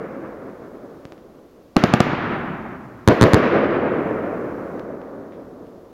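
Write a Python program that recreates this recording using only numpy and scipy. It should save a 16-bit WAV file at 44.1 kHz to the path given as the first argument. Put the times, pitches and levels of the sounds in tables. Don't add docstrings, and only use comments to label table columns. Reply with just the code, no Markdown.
import sys
import numpy as np
from scipy import signal
from scipy.fft import rfft, irfft, next_fast_len
from scipy.io import wavfile
from scipy.ndimage import uniform_filter1d

SR = 44100
rng = np.random.default_rng(int(sys.argv[2]) if len(sys.argv) > 2 else 0)


def persist_wave(psi):
    counts = np.round(np.clip(psi, -1, 1) * 32767).astype(np.int16)
    wavfile.write(sys.argv[1], SR, np.atleast_2d(counts).T)


N = 261501
TIME_S = np.arange(N) / SR

# start_s [s], level_db [dB], bounce_ms [ms], bounce_share [ratio]
SHELL_BURSTS = [(-.9, 24.6, 9.4, .45), (3.0763, 28.6, 9.45, .45), (3.2123, 24, 9.7, .8),
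                (3.2294, 26, 9.25, .55), (3.3344, 25, 9.35, .75)]
# start_s [s], level_db [dB], blast_ms [ms], bounce_ms [ms]
MORTAR_SHOTS = [(1.7656, 14, 1.8, 1.1), (1.8379, 13, 3.4, 1.45), (1.9376, 12, 3.8, 1.45),
                (2.0036, 13, 3.2, 1.5)]
# pitch_hz [Hz], level_db [dB], t60_s [s]
TUBE_MODES = [(385, -17, .03), (715, -17.5, .022), (1190, -17.5, .024), (1750, -25, .016)]
# freq_hz [Hz], density_db [dB per Hz]
BURST_SPECTRUM = [(30, -26), (70, -17), (130, -8), (300, .5), (560, -.5), (860, -11.5), (1150, -8),
                  (2200, -14), (3200, -24), (5000, -32), (7000, -39), (8500, -60), (16000, -75)]
# freq_hz [Hz], density_db [dB per Hz]
LAUNCH_SPECTRUM = [(30, -16), (70, -10), (130, 0), (240, 2), (370, -1), (500, -7), (720, -4.5), (950, -6.5),
                   (1250, -3.8), (2200, -9), (3200, -17), (7000, -32.5), (8500, -54), (16000, -70)]
# freq_hz [Hz], density_db [dB per Hz]
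WALL_SPECTRUM = [(30, -22), (100, -6), (280, 1), (550, -1), (850, -12), (1500, -16), (3000, -30),
                 (6000, -44), (8500, -62), (15000, -66)]
# freq_hz [Hz], density_db [dB per Hz]
SIZZLE_SPECTRUM = [(30, -30), (1500, -3), (2900, 11), (4500, 4), (7000, 0), (8500, -10), (10500, 1),
                   (16000, 2.5)]
# start_s [s], length_s [s], level_db [dB]
STAR_FIZZES = [(-.3, 1.5, -59.5), (2.25, 1.0, -60.5), (3.88, .97, -55)]
# start_s [s], level_db [dB], blast_ms [ms], treble_edge_hz [Hz], scatter_db [dB]
DISTANT_POPS = [(1.0533, -21, 2.8, 6500, -39), (1.1221, -23, 1.6, 6000, -44), (1.1795, -34, .3, 4500, -45),
                (4.7955, -21.5, 1.6, 4500, -44), (5.0165, -26, .3, 2500, -43), (5.3225, -29, .3, 2500, -36),
                (5.669, -37, .1, 5000, -48)]
# freq_hz [Hz], density_db [dB per Hz]
HISS_SPECTRUM = [(25, 21), (55, 31), (110, 25), (400, 16), (1000, 12), (2000, 7), (3200, 4.7), (6500, 1.5),
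                 (8500, -4), (11000, 1), (16000, 5.5)]

BURST_WALL_DB, BURST_SIZZLE_DB, BURST_THUNDER_DB = -38.3, -70, -44.2
LAUNCH_WALL_DB, LAUNCH_SIZZLE_DB, LAUNCH_THUNDER_DB = -29.3, -56.5, -31.4
BURST_SWELL_DB, BURST_SWELL_S, BURST_FADE_DB_PER_S = 5.8, .33, 10.3
LAUNCH_SWELL_DB, LAUNCH_SWELL_S, LAUNCH_FADE_DB_PER_S = 7.6, .42, 23.5
TUBE_SPREAD = .015
THUMP_LEAD_S, THUMP_DB = .004, -25
SLAP_DELAY_S, SLAP_DB = .13, -22
FIZZ_RAMP_S, FIZZ_LOW_HZ = .16, 1500
HISS_DB = -56.3
MIC_LOW_HZ, MIC_CEILING, SOFTEN_HZ, TOP_HZ = 112, .7, 8500, 15900


def bursts():
    direct, echoes = np.zeros((2, N))
    for start_s, level_db, bounce_ms, share in SHELL_BURSTS:
        shock = bang(level_db, blast_ms=.47, bounce_ms=bounce_ms, share=share,
                     front_hz=3000, ring_hz=78, q=1.6, ragged=.75)
        roll = thunder(BURST_SPECTRUM, BURST_SWELL_DB, BURST_SWELL_S, BURST_FADE_DB_PER_S,
                       air_db_per_s=3.15, patchy_db=1.3)
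        wall = walls(delay_s=.012, hold_s=.028, t60_s=.14)
        add(direct, start_s, shock)
        add(echoes, start_s, gain(level_db + BURST_WALL_DB) * wall)
        add(echoes, start_s, gain(level_db + BURST_SIZZLE_DB) * sizzle(t60_s=.55))
        add(echoes, start_s, gain(level_db + BURST_THUNDER_DB) * roll)
    return direct, echoes


def launches():
    direct, echoes = np.zeros((2, N))
    for start_s, level_db, blast_ms, bounce_ms in MORTAR_SHOTS:
        shock = bang(level_db, blast_ms, bounce_ms, share=.58,
                     front_hz=3800, ring_hz=238, q=1.35, ragged=.55)
        shot = shock + gain(level_db) * tube_ring(len(shock))
        dull = butter(shot, 900, "low")
        roll = thunder(LAUNCH_SPECTRUM, LAUNCH_SWELL_DB, LAUNCH_SWELL_S, LAUNCH_FADE_DB_PER_S,
                       air_db_per_s=3.7, patchy_db=1.5)
        wall = walls(delay_s=.003, hold_s=.004, t60_s=.09)
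        add(direct, start_s, shot)
        add(direct, start_s - THUMP_LEAD_S, gain(THUMP_DB) * dull)
        add(direct, start_s + SLAP_DELAY_S, gain(SLAP_DB) * dull)
        add(echoes, start_s, gain(level_db + LAUNCH_WALL_DB) * wall)
        add(echoes, start_s, gain(level_db + LAUNCH_SIZZLE_DB) * sizzle(t60_s=.3))
        add(echoes, start_s, gain(level_db + LAUNCH_THUNDER_DB) * roll)
    return direct, echoes


def tube_ring(n):
    t = TIME_S[:n]
    tuning = 1 + TUBE_SPREAD * rng.standard_normal()
    ring = np.zeros(n)
    for pitch_hz, level_db, t60_s in TUBE_MODES:
        ring += np.sin(2 * np.pi * pitch_hz * tuning * t) * gain(level_db - 60 * t / t60_s)
    return ring


def bang(level_db, blast_ms, bounce_ms, share, front_hz, ring_hz, q, ragged):
    wave = blast(blast_ms, front_hz)
    t = TIME_S[:len(wave)]
    turbulence = np.exp(-t / .0015) * butter(rng.standard_normal(len(t)), 3000, "low")
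    wave = wave * (1 + ragged * turbulence)
    wave = wave + share * np.interp(t - bounce_ms / 1000, t, wave, left=0)
    w = 2 * np.pi * ring_hz
    b, a = signal.bilinear([1, 0, 0], [1, w / q, w * w], SR)
    return gain(level_db) * signal.lfilter(b, a, wave)


def blast(blast_ms, front_hz):
    u = TIME_S[:4096] * 1000 / blast_ms
    return butter((1 - u) * np.exp(-u), front_hz, "low")


def walls(delay_s, hold_s, t60_s):
    n = 16384
    t = TIME_S[:n] - delay_s
    onset = np.clip(t / .002, 0, 1)
    decay_db = -60 * np.maximum(t - hold_s, 0) / t60_s
    return noise(WALL_SPECTRUM, n) * onset * gain(decay_db)


def thunder(spectrum, swell_db, swell_s, fade_db_per_s, air_db_per_s, patchy_db):
    n = 140000
    hz, t, frames = signal.stft(noise(spectrum, n), SR, nperseg=512)
    build_db = swell_db * np.minimum(t / swell_s - 1, 0)
    loss_db = (fade_db_per_s + air_db_per_s * (hz[:, None] / 1000) ** 1.5) * t
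    tail = signal.istft(frames * gain(build_db - loss_db), SR)[1][:n]
    return tail * gain(patchy_db * walk(35, n))


def sizzle(t60_s):
    n = 16384
    return noise(SIZZLE_SPECTRUM, n) * gain(-60 * TIME_S[:n] / t60_s)


def fizzes():
    flame = np.zeros(N)
    for start_s, length_s, level_db in STAR_FIZZES:
        inside_s = np.minimum(TIME_S - start_s, start_s + length_s - TIME_S)
        flame += gain(level_db) * np.clip(.5 + inside_s / FIZZ_RAMP_S, 0, 1)
    return flame * butter(hiss(), FIZZ_LOW_HZ, "high")


def pops():
    out = np.zeros(N)
    for start_s, level_db, blast_ms, treble_edge_hz, scatter_db in DISTANT_POPS:
        scatter = butter(walls(delay_s=.002, hold_s=.012, t60_s=.25), 2500, "high")
        add(out, start_s, -gain(level_db) * blast(blast_ms, treble_edge_hz))
        add(out, start_s, gain(scatter_db) * scatter)
    return out


def hiss():
    return noise(HISS_SPECTRUM, next_fast_len(N))[:N]


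def noise(spectrum, n):
    hz, density_db = np.transpose(spectrum)
    bin_hz = np.arange(n // 2 + 1) * SR / n
    shape = gain(np.interp(np.log(bin_hz + 1), np.log(hz), density_db))
    return irfft(rfft(rng.standard_normal(n)) * shape, n) / np.sqrt(np.mean(shape ** 2))


def walk(points_per_s, n):
    points = rng.standard_normal(2048)
    return 1.2 * np.interp(TIME_S[:n] * points_per_s, np.arange(len(points)), points)


def gain(db):
    return 10 ** (np.asarray(db) / 20)


def butter(x, hz, kind, order=2):
    return signal.sosfilt(signal.butter(order, hz, kind, fs=SR, output="sos"), x)


def add(out, start_s, x):
    i = int(round(start_s * SR))
    x, i = x[max(-i, 0):], max(i, 0)
    out[i:i + len(x)] += x[:N - i]


def scene():
    direct, echoes = np.add(launches(), bursts())
    shocks = butter(direct + pops(), MIC_LOW_HZ, "high")
    sound = shocks + echoes + fizzes() + gain(HISS_DB) * hiss()
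    return np.array([sound, sound])


def record(dry):
    flat = dry / (1 + (dry / MIC_CEILING) ** 8) ** (1 / 8)
    soft = butter(flat, SOFTEN_HZ, "low", order=1)
    over = 1. * (np.abs(dry[0]) > MIC_CEILING)
    overload = np.minimum(10 * uniform_filter1d(over, size=200), 1)
    crack = butter(np.roll(soft[0], 16), 4500, "high", order=8)
    side = gain(-10) * overload * crack
    stereo = soft + side * np.array([[1], [-1]])
    return signal.sosfilt(signal.ellip(8, .2, 70, TOP_HZ, fs=SR, output="sos"), stereo)


dry = scene()
out = record(dry)
persist_wave(out)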